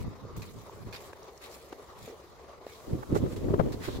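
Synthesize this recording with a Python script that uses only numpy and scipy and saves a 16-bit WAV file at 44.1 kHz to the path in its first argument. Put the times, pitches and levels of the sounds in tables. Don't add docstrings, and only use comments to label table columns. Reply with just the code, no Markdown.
import sys
import numpy as np
from scipy import signal
from scipy.fft import rfft, irfft
from scipy.io import wavfile
from scipy.ndimage import uniform_filter1d

SR = 44100
rng = np.random.default_rng(int(sys.argv[2]) if len(sys.argv) > 2 else 0)


def dump_mix(stems):
    frames = np.atleast_2d(stems).T
    limited = np.clip(frames, -1, 1)
    pcm = np.round(limited * 32767).astype(np.int16)
    wavfile.write(sys.argv[1], SR, pcm)


N = 176400
TIME, FREQS = np.arange(N) / SR, np.fft.rfftfreq(N, 1 / SR)


def amp(db):
    return 10 ** (np.asarray(db) / 20)


def unit_power(x):
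    return x / np.sqrt(np.mean(x ** 2) + 1e-20)


def at_frequency(points, hz):
    f, value = np.transpose(points)
    return np.interp(np.log(hz + 1), np.log(f), value)


def envelope(points):
    return amp(np.interp(TIME, *np.transpose(points)))


def colour(x, spectrum):
    hz = FREQS + 1
    skirts = np.minimum(np.minimum(hz / spectrum[0][0], spectrum[-1][0] / hz), 1) ** 2
    return unit_power(irfft(rfft(x) * amp(at_frequency(spectrum, FREQS)) * skirts, N))


def resonance(x, hz, octaves=0.27):
    detuning = np.log2((FREQS + 1) / hz) / octaves
    return unit_power(irfft(rfft(x) / (1 + detuning ** 2), N))


def drift(hz):
    return unit_power(irfft(rfft(rng.standard_normal(N)) * np.exp(-(FREQS / hz) ** 2), N))


def patches(shape, bins, frames):
    field = uniform_filter1d(rng.standard_normal(shape), bins, axis=0)
    return unit_power(uniform_filter1d(field, frames, axis=1))


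def impulses(per_s, spread_db=0, shared=0):
    clicks = (rng.random((3, N)) < per_s / SR) * rng.choice([-1, 1], (3, N))
    clicks = clicks * amp(spread_db * np.minimum(rng.exponential(1, (3, N)), 4))
    return np.sqrt(1 - shared) * clicks[:2] + np.sqrt(shared) * clicks[2]


def stroke(start, rise, hold, release=0.016):
    t = TIME - start
    return np.clip(t / rise, 0, 1) * np.exp(-np.maximum(t - rise - hold, 0) / release)


def pulse(at, swell, decay):
    t = TIME - at
    return np.exp(-np.minimum(np.maximum(-t / swell, t / decay), 40))


def thud(at, swell, decay, hz):
    return np.sqrt(2) * pulse(at, swell, decay) * np.sin(2 * np.pi * (hz * (TIME - at) + rng.random()))


def pan(left_db):
    return amp(np.array([[left_db], [-left_db]]) / 2)


# (frequency [Hz], relative density [dB])
WAVE_SPECTRUM = [(30, -19), (68, 1.5), (120, -16.5), (230, -13), (420, 2), (740, -6), (1150, -4.5),
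                 (1550, -16.5), (2050, -15.5), (2800, -23.5), (3900, -20), (7000, -28.5), (8800, -42.5),
                 (15500, -44)]
# (frequency [Hz], coherence [0-1])
WAVE_COHERENCE = [(120, 1), (400, 0.97), (1400, 0.25), (7000, 0.072)]


def waves(level_db=-51.5, patchy_db=2.1, lap_db=1.76, lag_s=0.00005):
    hz, _, (left, unrelated) = signal.stft(rng.standard_normal((2, N)), SR, nperseg=1024)
    coherence = at_frequency(WAVE_COHERENCE, hz)[:, None]
    right = coherence * left + np.sqrt(1 - coherence ** 2) * unrelated
    right *= np.exp(-2j * np.pi * hz * lag_s)[:, None]
    shimmer = amp(patchy_db * patches(right.shape, bins=9, frames=6))
    wash = signal.istft(np.array([left, right]) * shimmer, nperseg=1024)[1][:, :N]
    return colour(wash, WAVE_SPECTRUM) * amp(level_db + lap_db * drift(hz=35.7)) * pan(left_db=1)


# (time [s], level [dB])
BREEZE_LEVEL = [(0, -56.5), (.5, -47.5), (.68, -56), (1.0, -55.5), (1.3, -63), (2.85, -61)]
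# (time [s], level [dB])
WIND_PUFFS = [(.01, -36), (0.078, -36), (0.244, -51), (.385, -41), (.572, -47.5), (0.814, -48.5),
              (0.875, -40.5), (2.044, -48.5)]
# (frequency [Hz], relative density [dB])
EDDY_SPECTRUM = [(20, -9.5), (100, 1.5), (170, -2.5), (450, -14.5), (2000, -102)]


def breeze(lumpy_db=2, puff_s=0.029, push_db=-3):
    eddies = impulses(per_s=6600, spread_db=1.5)
    eddies *= amp(lumpy_db * np.array([drift(hz=34) for _ in range(2)]))
    pushes = sum(amp(db + push_db) * thud(at, puff_s / 2, puff_s / 2, hz=110) for at, db in WIND_PUFFS)
    puffs = sum(amp(db) * pulse(at, puff_s, puff_s) for at, db in WIND_PUFFS)
    return pushes + colour(eddies, EDDY_SPECTRUM) * (envelope(BREEZE_LEVEL) + puffs)


# (time [s], level [dB])
GRAIN_LANDINGS = [(1.231, -53), (1.377, -48.5)]


def grain_ticks():
    ring = resonance(rng.standard_normal((2, N)), hz=5670)
    return ring * sum(amp(db) * pulse(at, swell=0.0005, decay=0.003) for at, db in GRAIN_LANDINGS)


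def shifting_sand(per_s, depth_db=3):
    spectra = signal.stft(impulses(per_s), nperseg=256)[2]
    spectra *= amp(depth_db * patches(spectra.shape[1:], bins=3, frames=10))
    return unit_power(signal.istft(spectra, nperseg=256)[1][:, :N])


# (time [s], rise [s], hold [s], crunch level [dB], grit level [dB])
FOOTFALLS = [(0, 0.0016, 0.016, -57.5, -57), (0.363, 0.0023, 0.0036, -63, -50),
             (0.418, 0.0029, 0.0052, -46, -51.5), (0.454, 0.025, 0.013, -56.5, -74),
             (0.926, 0.0013, 0.041, -45, -53.5), (0.96, 0.025, 0.085, -60, -58),
             (1.41, 0.01, 0.049, -50.5, -54.5), (1.483, 0.064, 0.007, -59, -51.5),
             (1.969, 0.021, 0.12, -57.5, -58.5), (2.663, 0.0027, 0.093, -57, -64)]
# (frequency [Hz], relative density [dB])
CRUNCH_SPECTRUM = [(300, -51), (900, 4), (1550, -4), (2200, 5.5), (3000, -4.5), (4000, 0), (6000, -11),
                   (9000, -66)]
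# (frequency [Hz], relative density [dB])
HISS_SPECTRUM = [(2500, 0.5), (4500, 2), (7300, 3.5), (8700, -2), (11500, 0), (15500, -1.5)]


def footsteps(clump_db=1.5, trickle_db=-11.5, trickle_s=0.73):
    crunch_power, grit_power = np.zeros(N), np.zeros(N)
    for start, rise, hold, crunch_db, grit_db in FOOTFALLS:
        press = stroke(start, rise, hold)
        trickle = amp(trickle_db) * stroke(start, rise, hold, trickle_s)
        crunch_power += (press * amp(crunch_db)) ** 2
        grit_power += (press ** 2 + trickle ** 2) * amp(grit_db) ** 2
    crunch = colour(shifting_sand(per_s=1000), CRUNCH_SPECTRUM) * np.sqrt(crunch_power)
    grit = colour(shifting_sand(per_s=3000), HISS_SPECTRUM) * np.sqrt(grit_power)
    return (crunch + grit) * amp(clump_db * drift(hz=79))


# (time [s], swell and decay [s], level [dB], pitch [Hz], relative snap level [dB])
HEEL_SLAPS = [(.253, 0.0012, -35.5, 424, -31), (0.6973, 0.00094, -36.5, 940, -14),
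              (1.133, 0.0023, -44, 560, 6), (1.729, 0.0033, -43, 740, 8), (2.079, 0.0011, -36.5, 547, -13),
              (2.6678, 0.00079, -28, 510, -18)]
# (frequency [Hz], relative density [dB])
SNAP_SPECTRUM = [(400, 11), (1000, 0.5), (2200, -4.5), (3000, -12), (7000, -23)]


def sandals():
    snap = colour(rng.standard_normal((2, N)) + rng.standard_normal(N), SNAP_SPECTRUM)
    out = np.zeros((2, N))
    for at, length, db, hz, snap_db in HEEL_SLAPS:
        pop = thud(at, length, length, hz)
        out += amp(db) * (pop + amp(snap_db) * snap * pulse(at, length, length))
    return out


def sleeve(start_s=2.62, rise_s=0.1, level_db=-60.5):
    reach = np.clip((TIME - start_s) / rise_s, 0, 1)
    return colour(rng.standard_normal((2, N)), HISS_SPECTRUM) * reach * amp(level_db)


# (time [s], rise [s], hold [s], rasp level [dB], ring [Hz], ring level [dB])
FINGER_SLIDES = [(3.143, 0.01, 0.023, -47.5, 7000, -53.5), (3.25, 0.08, 0.0076, -54, 7600, -61),
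                 (3.36, 0.0048, 0.0036, -50, 3320, -61), (3.72, 0.0024, 0.009, -48, 4270, -51),
                 (3.79, 0.055, 0.013, -47, 1780, -48), (3.824, 0.028, 0.12, -52.5, 3660, -52.5)]
# (frequency [Hz], relative density [dB])
RASP_SPECTRUM = [(700, -2), (1900, -3), (2800, -7.5), (4200, -8), (9000, -22.5)]


def finger_slides(hiss_db=-5):
    rasp = colour(impulses(per_s=4800, spread_db=2.5), RASP_SPECTRUM)
    rasp += amp(hiss_db) * colour(rng.standard_normal((2, N)), HISS_SPECTRUM)
    slips = impulses(per_s=2000, spread_db=1)
    return sum(stroke(start, rise, hold) * (amp(rasp_db) * rasp + amp(ring_db) * resonance(slips, hz))
               for start, rise, hold, rasp_db, hz, ring_db in FINGER_SLIDES)


# (time [s], level [dB])
GRIP_LEVEL = [(2.87, -40), (2.94, -34.5), (3.08, -48), (3.125, -23), (3.19, -36.5), (3.225, -27.5),
              (3.29, -32), (3.405, -34.5), (3.45, -28), (3.66, -29), (3.75, -38.5)]
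# (frequency [Hz], relative density [dB])
CASE_SPECTRUM = [(20, -8.5), (110, 3), (175, -3.5), (360, -3), (510, -9), (690, -20), (1200, -37.5),
                 (3000, -44.5)]


def grip(clump_db=2.5):
    slips = impulses(per_s=750, spread_db=3, shared=0.055) * amp(clump_db * drift(hz=35.6))
    touching = TIME > GRIP_LEVEL[0][0]
    return colour(slips, CASE_SPECTRUM) * envelope(GRIP_LEVEL) * touching


# (time [s], level [dB], pitch [Hz], left over right [dB], relative click [dB])
FINGER_BUMPS = [(2.934, -21.5, 122, -2, -31), (2.954, -25, 310, -3, -34), (3.033, -38.5, 845, -5, 3.5),
                (3.126, -20, 270, -2, -24), (3.155, -30, 217, -7, 0.5), (3.165, -16.5, 412, -9, -15),
                (3.229, -22.5, 260, -1, -39), (3.263, -27.5, 360, 5.5, -8.5), (3.486, -26.5, 340, 8, -12.5),
                (3.542, -17, 406, 9, -10), (3.598, -17, 169, 11.5, -5.5), (3.609, -27.5, 446, 18, -11),
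                (3.667, -27, 99, 0, -38), (3.887, -25, 383, -13, -12)]
# (frequency [Hz], relative density [dB])
CLICK_SPECTRUM = [(500, 13), (1400, 1.5), (2300, -16)]


def finger_bumps(thud_db=-3, shudder_db=-7, swell_s=0.0035, decay_s=0.005, lag_s=0.00044):
    shudder = amp(shudder_db) * colour(impulses(per_s=3400, spread_db=4.5, shared=0.32), CASE_SPECTRUM)
    click = colour(rng.standard_normal(N), CLICK_SPECTRUM)
    out = np.zeros((2, N))
    for at, db, hz, left_db, click_db in FINGER_BUMPS:
        contact = pulse(at, swell_s, decay_s)
        left = amp(thud_db) * thud(at, swell_s, decay_s, hz) + amp(click_db) * click * contact
        right = np.interp(TIME - lag_s * np.sign(left_db), TIME, left)
        out += amp(db) * pan(left_db) * (np.array([left, right]) + shudder * contact)
    return out


def scene():
    shore = waves() + breeze()
    walker = footsteps() + sandals() + grain_ticks()
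    hand = sleeve() + grip() + finger_bumps() + finger_slides()
    return shore + walker + hand


def record(dry, cutoff_hz=15850):
    lowpass = signal.firwin(511, cutoff_hz, window=("kaiser", 9), fs=SR)
    return signal.oaconvolve(dry, lowpass[None], "same")


dry = scene()
out = record(dry)
dump_mix(out)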